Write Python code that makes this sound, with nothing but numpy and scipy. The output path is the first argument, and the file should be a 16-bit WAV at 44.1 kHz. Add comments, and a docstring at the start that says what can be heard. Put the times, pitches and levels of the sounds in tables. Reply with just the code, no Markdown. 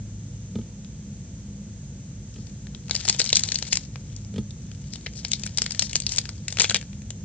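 """Indoors, an appliance hums under room air and the hiss of a phone's two microphone ports.
Fingertips thud on the table at about half a second, then a lone crease ticks in a stiff plastic snack
pouch just left of the phone. From 2.3 s fingers dig in: creases buckle in bright snaps over a fine
crackle and the rub of skin on film. In a lull near 4.3 s the fingertips land again, and a second handful
crunches on until about 7 s. The difference between the two ports spreads the treble wide."""
import sys
import numpy as np
from scipy import signal
from scipy.fft import rfft, irfft, next_fast_len
from scipy.io import wavfile

SR = 44100
rng = np.random.default_rng(int(sys.argv[2]) if len(sys.argv) > 2 else 0)


def transcribe(u):
    """Save the signal u as a 16-bit wav file named by the first command-line argument.

    u: samples, shape (n,) or (channels, n), limited to [-1, 1]; the rate is SR.
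    q: integer samples, one column per channel.
    """
    v = np.clip(np.atleast_2d(u).T, -1, 1)
    q = np.round(v * 32767).astype(np.int16)
    wavfile.write(sys.argv[1], SR, q)


N = 319636
HZ = np.fft.rfftfreq(next_fast_len(N), 1 / SR)

# The appliance's resonances. Each row: centre in Hz, width in Hz, RMS level in dB.
HUM_BANDS = [(60.3, 4.7, -53), (104.1, 6.3, -44.5), (136.4, 35.4, -45.5), (203.8, 8.6, -48),
             (482.5, 11, -68.5)]
# The tone of room air and port hiss. Each row: frequency in Hz, relative level in dB.
AIR_TONE = [(13, -66), (22, -39.5), (36, -26), (48, -1), (202, -2.5), (295, -18), (389, -21.5), (420, -28),
            (476, -22.5), (712, -32.5), (1370, -37.5), (5220, -38), (6380, -30), (7810, -40.5), (9080, -70),
            (11800, -103), (20000, -120)]
# The stereo width of that air. Each row: frequency in Hz, side level over mid in dB.
AIR_WIDTH = [(60, -23.5), (100, -21), (180, -20), (310, -17), (550, -11.5), (950, -5), (1650, -7.5),
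             (2860, -3.5), (4970, 1), (8630, 11.5)]
# Fingertips landing. Each row: start in seconds, tick peak in dB, table ring over the tick in dB.
FINGER_TAPS = [(0.555, -33, 15.5), (0.5866, -39.5, 18.5), (0.613, -44.5, 9.5), (2.36, -38, 4),
               (2.3838, -48.5, 17.5), (4.34, -38, 11.5), (4.36, -33, 9.5), (4.381, -31, 16)]
# The table top's modes. Each row: pitch in Hz, relative level in dB, time to fall 60 dB in seconds.
TABLE_MODES = [(113, -1, 0.058), (208, -3.5, 0.096), (322, -18.5, 0.093), (423, 1, 0.02),
               (873, -26.5, 0.049), (1254, -24.5, 0.039)]
# The featured creases. Each row: start in seconds, peak in dB, ring pitch in Hz, then three tone trims
# in dB: body (up to about 1 kHz), mids (near 2 kHz) and top (from about 7 kHz).
CREASES = [(0.8468, -38.5, 3300, -8, -15, -22), (2.4693, -37, 5600, -20, -24, -24),
           (2.6694, -31, 1730, 0, -16, -20), (2.7482, -30, 3340, -3, -19, -26),
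           (2.8822, -33, 4800, -4, -10, -20), (2.8965, -21, 3550, 0.5, -20, -22),
           (2.9101, -9.5, 3880, -8.5, -20.5, -23), (2.9513, -14.5, 4880, -10, -20, -17),
           (2.9624, -13, 4770, -18, -18, -24), (2.9948, -30, 4940, 0, -18, -17),
           (3.053, -19.5, 4820, 4, -10, -10), (3.0793, -14, 4010, -3, -16, -16.5),
           (3.084, -23, 4040, 0, -20, -21), (3.0962, -5, 4220, -20, -22, -20.5),
           (3.0986, -9, 4680, -3, -24, -13), (3.1264, -20, 5270, -21, -18, -20),
           (3.1477, -21.5, 3520, -5, -19, -23), (3.1954, -7.5, 5070, -8.5, -19, -11),
           (3.2016, -6.5, 4060, -6.5, -19, -19), (3.2162, -10, 4030, -8.5, -31.5, -22),
           (3.242, -19, 6120, -9, -25, -13), (3.252, -21.5, 6100, -11, -14, -14),
           (3.2617, -18.5, 5410, -13, -14, -21), (3.2737, -22, 4880, -16.5, -31, -24),
           (3.2917, -14, 4540, -26, -26, -21), (3.3024, -18, 2960, -11, -12, -14),
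           (3.3291, -2, 3650, -11.5, -22, -20), (3.3506, -14, 4270, -27, -28, -12),
           (3.3557, -4, 4500, -22, -27, -15), (3.3654, -17, 4130, -3, -17, -7),
           (3.3688, -2.5, 4100, -22.5, -20, -13), (3.394, -12.5, 4060, -17, -16, -9),
           (3.4357, -10, 4160, -15, -24, -15.5), (3.441, -23.5, 4230, -13, -24, -20),
           (3.488, -15.5, 4150, -11, -25, -23), (3.5196, -12, 4080, -19.5, -23, -18),
           (3.5561, -13, 4630, -26, -31, -29), (3.5872, -18.5, 4400, -19, -16, -13),
           (3.6254, -15.5, 4000, -5, -19.5, -18), (3.7258, -13.5, 4680, -11, -16, -18),
           (3.7297, -5.5, 2420, -8, -16.5, -12), (3.7549, -14.5, 5310, -5, -15, -7),
           (3.7711, -10.5, 4670, -6.5, -15, -12), (3.9577, -26, 2240, 4, -11.5, -27),
           (4.1636, -33, 6100, -27, -34, -16), (4.5072, -34.5, 3820, -28, -29, -24),
           (4.7155, -33, 3500, 5, -17, -19), (4.9354, -26, 4830, -11, -14, -15),
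           (4.9569, -27.5, 3400, -6.5, -21, -21), (5.0629, -20, 3300, -11, -7, -31),
           (5.0668, -19.5, 2120, -5, -17.5, -37), (5.1698, -32.5, 4860, -15, -22, -11),
           (5.249, -16, 4940, -9.5, -18, -25), (5.2827, -33, 4430, -14, -13, -2),
           (5.3166, -11.5, 3650, -22, -22, -12), (5.3337, -9, 3970, -25, -22, -22.5),
           (5.4354, -18, 4760, -12, -15, -20), (5.464, -21, 5880, -4, -11, -16),
           (5.474, -25.5, 2620, -19, -15, -22), (5.5736, -14.5, 3700, -10.5, -28, -13.5),
           (5.5839, -7.5, 4980, -8.5, -16, -16), (5.6188, -8.5, 5100, -7, -19, -14),
           (5.6625, -15, 4450, -9, -15, -24), (5.7079, -19.5, 4800, -4, -18, -14),
           (5.7199, -21.5, 4800, -21, -20, -11), (5.7478, -25.5, 1880, -7.5, -14, -21),
           (5.7507, -32, 4280, -11, -13, -14), (5.7936, -5, 5600, -19, -29, -19.5),
           (5.8216, -13.5, 3500, -8, -11, -12), (5.8248, -13, 4900, -8, -21, -17),
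           (5.9104, -38, 1570, 6, -6, -11), (5.9312, -18, 3040, -15, -13, -12),
           (5.9557, -6, 4600, -8.5, -17, -14), (5.9638, -16, 6300, -10, -26, -12),
           (6.0015, -18, 7550, -27, -24, -15), (6.0207, -25, 4800, -25, -23, -20),
           (6.0656, -12, 4800, -24.5, -26.5, -24), (6.0924, -19.5, 4270, -29, -26, -15),
           (6.1202, -17.5, 4540, -10, -20, -11), (6.135, -26, 2940, -10, -10, -9),
           (6.1614, -25, 7270, -11, -20, -7), (6.1714, -21.5, 7100, -9, -15, -10),
           (6.1834, -6.5, 4640, -10.5, -23.5, -20), (6.1869, -12.5, 3750, -16, -18, -13),
           (6.2138, -32, 4480, -14, -18, -19), (6.2546, -26, 4800, -2, -12, -19),
           (6.291, -21, 4800, 0, -15, -17.5), (6.4819, -16, 4300, -9.5, -10.5, -14),
           (6.504, -29, 4600, -13, -19, -15), (6.5252, -19, 7070, -8, -24, -21),
           (6.571, -17.5, 2640, 3, -8, -17), (6.5862, -13, 3240, 2.5, -12, -18),
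           (6.5977, -5.5, 6720, -7.5, -26, -21.5), (6.6019, -3, 4570, -12, -12, -21.5),
           (6.6071, -7.5, 2620, -9, -14, -19), (6.6131, -27, 6300, -11, -18, -6),
           (6.6189, -5.5, 6800, -5, -15, -13), (6.6436, -7, 3730, -0.5, -12.5, -22.5),
           (6.6514, -13.5, 2560, -7, -12, -27), (6.697, -10, 3870, -4.5, -16, -15),
           (6.7077, -13.5, 3300, -6, -12, -12), (6.7131, -14.5, 1510, 6, -7, -16),
           (6.745, -3.5, 3440, -7.5, -14.5, -20.5), (6.7542, -13.5, 2450, -5, -19, -25),
           (6.7604, -9.5, 2790, -6, -14, -22), (6.7662, -15.5, 3460, -11, -20, -16),
           (6.813, -26.5, 2570, -4.5, -8, -14), (6.8266, -32, 1770, 3, -11, -24),
           (6.9306, -36, 2230, 0, -10, -22), (7.0194, -40, 1670, -9, -13, -14),
           (7.1048, -24.5, 3450, -7, -19, -11.5)]
# How hard the film is worked, one curve per handful. Each point: time in seconds, crackle drive in dB.
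HANDFULS = [
    [(2.25, -64.5), (2.86, -69), (2.93, -41.5), (3.07, -41.5), (3.26, -41.5), (3.42, -38), (3.65, -48),
     (3.78, -46), (3.9, -66.5), (4.25, -61.5)],
    [(4.6, -66), (5.19, -56.5), (5.31, -47), (5.55, -51.5), (5.61, -45.5), (5.85, -46.5), (6.03, -50),
     (6.14, -39), (6.26, -53), (6.46, -63), (6.56, -46), (6.62, -32.5), (6.68, -41), (6.79, -52),
     (6.86, -65), (7.0, -65)],
]
# The tone of the crackling film. Each row: frequency in Hz, relative level in dB.
FILM_TONE = [(240, -54.5), (400, -17), (499, -18), (899, -7), (1120, -14), (2190, -9), (3110, -9),
             (4200, -11.5), (7370, -10.5), (9080, -46), (11800, -58), (20000, -120)]
# Skin sliding on film. Each row: start in seconds, length in seconds, crest RMS in dB, centre in Hz.
SKIN_RUBS = [(2.357, 0.1, -60, 4940), (3.04, 0.034, -40, 4800), (3.703, 0.056, -35.5, 5000),
             (4.137, .07, -74.5, 5900), (4.915, 0.055, -46, 4670), (5.156, 0.063, -46, 5000),
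             (5.318, 0.057, -40.5, 4200), (5.448, 0.029, -45.5, 6900), (5.82, 0.057, -38, 5040),
             (6.098, 0.056, -39.5, 5400), (6.508, 0.029, -54, 7000)]
# The pouch's balance between the ports. Each row: frequency in Hz, left level over right in dB.
PORT_BALANCE = [(100, 7.5), (500, 2), (1000, 3.5), (2900, 4.5), (5000, 10.5), (8600, 8)]
# The left port's head start. Each row: frequency in Hz, phase lead in radians.
PORT_PHASE = [(500, 0), (1900, .3), (3500, .5), (4100, 1.2), (4700, 2.2), (5300, 2.7), (6700, 3.1),
              (9000, 3.1)]


def undb(db):
    """Decibels to gain."""
    return 10 ** (np.asarray(db) / 20)


def level(x, db):
    """Sets the RMS level."""
    return x * undb(db) / np.sqrt(np.mean(x ** 2))


def on_log(table, hz):
    """Table values joined on a log-frequency axis."""
    freqs, values = np.transpose(table)
    return np.interp(np.log(hz + 1), np.log(freqs + 1), values)


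def colour(x, gain):
    """Equalises a track with one gain for each frequency in HZ."""
    size = next_fast_len(N)
    return irfft(rfft(x, size) * gain, size)[:N]


def add(out, start, sound):
    """Mixes a sound in at a start time in seconds."""
    i = int(start * SR)
    sound = sound[..., :N - i]
    out[..., i:i + sound.shape[-1]] += sound


def fade(t, t60):
    """A decay that falls 60 dB in t60 seconds."""
    return np.exp(-np.log(1000) * t / t60)


def hum_and_air(air_db=-39.5):
    """The bed, as mid and side: an appliance drones in low resonances under room air and port hiss."""
    noise = rng.standard_normal((2 + len(HUM_BANDS), N))
    tone = undb(on_log(AIR_TONE, HZ))
    mid = colour(noise[0], tone)
    side = colour(noise[1], tone * undb(on_log(AIR_WIDTH, HZ)))
    bed = np.array([mid, side]) * undb(air_db) / np.std(mid)
    for row, (hz, width, db) in zip(noise[2:], HUM_BANDS):
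        resonance = 1 / (1 + (2 * (HZ - hz) / width) ** 2)
        bed[0] += level(colour(row, resonance), db)
    return bed


def finger_thuds(push_s=0.0064, nail_hz=3270, nail_db=8, tick_t60=0.032):
    """A fingertip's soft push rings the table top; the nail adds a tick."""
    out, t = np.zeros(N), np.arange(int(.25 * SR)) / SR
    tick_band = signal.butter(2, [1200, 4800], "bandpass", fs=SR, output="sos")
    nail = signal.iirpeak(nail_hz, Q=8, fs=SR)
    modes = sum(undb(db) * fade(t, t60) * np.sin(2 * np.pi * hz * t) for hz, db, t60 in TABLE_MODES)
    # flesh softens the attack; a small top radiates no deep bass
    low_cut = signal.butter(2, 70, "highpass", fs=SR, output="sos")
    ring = signal.sosfilt(low_cut, modes * (1 - np.exp(-t / push_s)))
    ring /= np.abs(ring).max()
    for start, db, ring_db in FINGER_TAPS:
        noise = rng.standard_normal(len(t))
        tick = signal.sosfilt(tick_band, noise) + undb(nail_db) * signal.lfilter(*nail, noise)
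        tick *= fade(t, tick_t60)
        add(out, start, undb(db) * (undb(ring_db) * ring + tick / np.abs(tick).max()))
    return out


def room(x, t60=0.14, wet_db=-15.5):
    """The room answers with a short diffuse tail, as mid and side."""
    t = np.arange(int(.5 * SR)) / SR
    tail = rng.standard_normal((2, len(t))) * fade(t, t60) * (1 - fade(t, 0.03))
    tail /= np.sqrt(np.sum(tail[0] ** 2))
    return undb(wet_db) * signal.fftconvolve(x[None], tail, axes=1)[:, :N]


def snap(noise, ring_hz, body_db, mids_db, top_db, t60, rise_s=0.00067, ring_db=7):
    """A crease buckles and its panel rattles; each row of noise becomes one snap with a peak of 1."""
    size = noise.shape[1]
    t, hz = np.arange(size) / SR, np.fft.rfftfreq(size, 1 / SR)
    crack = undb(4) * fade(t, 0.0022)
    rattle = fade(t, max(t60, .004))
    tail = undb(-24) * fade(t, .08)
    burst = noise * (1 - np.exp(-t / rise_s)) * (crack + rattle + tail)
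    burst[0, 0] = undb(10)  # the buckle itself: one jolt that sets the panel ringing
    tone_db = on_log([(200, body_db - 10), (480, body_db + 3.5), (1150, body_db - 0.5),
                      (2100, mids_db + 16), (4300, 0.0082),
                      (7200, top_db + 14), (8300, top_db + 5.5), (9100, top_db - 36)], hz)
    tone_db += ring_db * np.exp(-(np.log((hz + 1) / ring_hz) / 0.15) ** 2)  # the panel favours one pitch
    # minimum phase keeps the attack clean: nothing sounds before the pop
    cepstrum = irfft(tone_db * np.log(10) / 20)
    cepstrum[1:size // 2] *= 2
    cepstrum[size // 2 + 1:] = 0
    pop = irfft(rfft(burst) * np.exp(rfft(cepstrum)), size)
    return pop / np.abs(pop).max(axis=1, keepdims=True)


def crease_snaps(featured_t60=0.0097, small_per_s=45):
    """All creases on three tracks: their sum, their sideways lean, and scatter between the ports."""
    out = np.zeros((3, N))
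    small_count = int(small_per_s * N / SR)
    creases = [(*row, featured_t60) for row in CREASES] + list(small_creases(small_count))
    most = len(CREASES) + small_count
    noise, pan_drift = rng.standard_normal((most, 2, 2048)), rng.standard_normal(most)
    for pair, drift, (start, db, *voicing) in zip(noise, pan_drift, creases):
        pan_db = -1 - 0.14 * db + 0.5 * drift  # loud creases sit nearer the middle
        lean = np.tanh(pan_db * np.log(10) / 40)
        direct, scatter = undb(db) * snap(pair, *voicing)
        add(out, start, np.array([direct, lean * direct, scatter]))
    return out


def effort_db(t):
    """How hard the fingers work the film at times t; silent outside the handfuls."""
    return np.max([np.interp(t, *np.transpose(curve), left=-120, right=-120) for curve in HANDFULS], 0)


def small_creases(count, ring_hz=4840, t60=0.019, floor_db=-80):
    """Small creases give way at random, louder with effort; rows as in CREASES plus a decay time."""
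    when, force = rng.random((count, 2)).T
    pitch, body, decay, top, mids = rng.standard_normal((count, 5)).T
    start = when * N / SR
    peak_db = effort_db(start) + 7.5 + 12 * force ** 2
    hz = np.clip(ring_hz * 2 ** (0.28 * pitch), 1500, 7800)
    body_db = -10.5 + 4.4 * body
    mids_db = -12.5 + 0.36 * body_db + mids  # a fuller body brings the mids up with it
    top_db = -16 + 2.6 * top
    rows = np.transpose([start, peak_db, hz, body_db, mids_db, top_db, t60 * np.exp(.5 * decay)])
    return rows[peak_db > floor_db]


def crackle(grains_per_s=1000, spread_db=3, grain_t60=0.004, friction_db=-7, low_shelf_db=-6):
    """A fine spray of creases, most tiny and a few larger, over the smooth friction of skin on film."""
    drive = undb(effort_db(np.arange(N) / SR))
    hits = (rng.random(N) < grains_per_s / SR) * undb(spread_db * rng.exponential(size=N))
    envelope = signal.lfilter([1], [1, -fade(1 / SR, grain_t60)], hits)
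    grains = level(envelope * rng.standard_normal(N), 0)
    friction = undb(friction_db) * rng.standard_normal(N)
    film = colour(grains + friction, undb(on_log(FILM_TONE, HZ)))
    thinned = colour(film, np.where(HZ < 3000, undb(low_shelf_db), 1))
    return drive * thinned / np.std(film)


def skin_rubs(width_octaves=0.5, size=8192):
    """Skin slides along the film in short, soft swells of friction hiss."""
    out = np.zeros(N)
    hz = np.fft.rfftfreq(size, 1 / SR) + 1
    for start, length, db, centre_hz in SKIN_RUBS:
        band = np.exp(-(np.log2(hz / centre_hz) / width_octaves) ** 2)
        hiss = level(irfft(rfft(rng.standard_normal(size)) * band), db)
        swell = np.hanning(int(length * SR)) ** .5
        add(out, start, hiss[:len(swell)] * swell)
    return out


def scene(scatter_db=-5, room_side_db=-1.5):
    """Mixes bed, table, room and pouch as mid and side, and returns left and right."""
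    pops, lean, scatter = crease_snaps()
    pouch = pops + crackle() + skin_rubs()
    thuds = finger_thuds()
    room_mid, room_side = room(pouch + thuds)
    bed_mid, bed_side = hum_and_air()
    # the right port hears the pouch weaker and later; this sets the side signal for a given mid
    right_port = undb(-on_log(PORT_BALANCE, HZ)) * np.exp(-1j * on_log(PORT_PHASE, HZ))
    width = (1 - right_port) / (1 + right_port)
    # hands and phone body scatter each pop differently to the two ports
    diffuse = undb(scatter_db) * scatter + undb(room_side_db) * room_side
    mid = bed_mid + thuds + room_mid + pouch + colour(lean, width)
    side = bed_side + colour(pouch, width) + lean + colour(diffuse, np.abs(width) ** 0.45)
    return np.array([mid + side, mid - side])


def record(dry, dip_hz=1118, dip_width_hz=227, dip_db=-3.5, ceiling=1.05, top_hz=9132):
    """The microphone dips near 1 kHz, the loudest pops are squashed, the top is cut steeply."""
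    dip = undb(dip_db * np.exp(-((HZ - dip_hz) / dip_width_hz) ** 2))
    heard = np.array([colour(channel, dip) for channel in dry])
    squashed = ceiling * np.tanh(heard / ceiling)
    top_cut = signal.ellip(12, .2, 90, top_hz, fs=SR, output="sos")
    return signal.sosfilt(top_cut, squashed)


dry = scene()
out = record(dry)
transcribe(out)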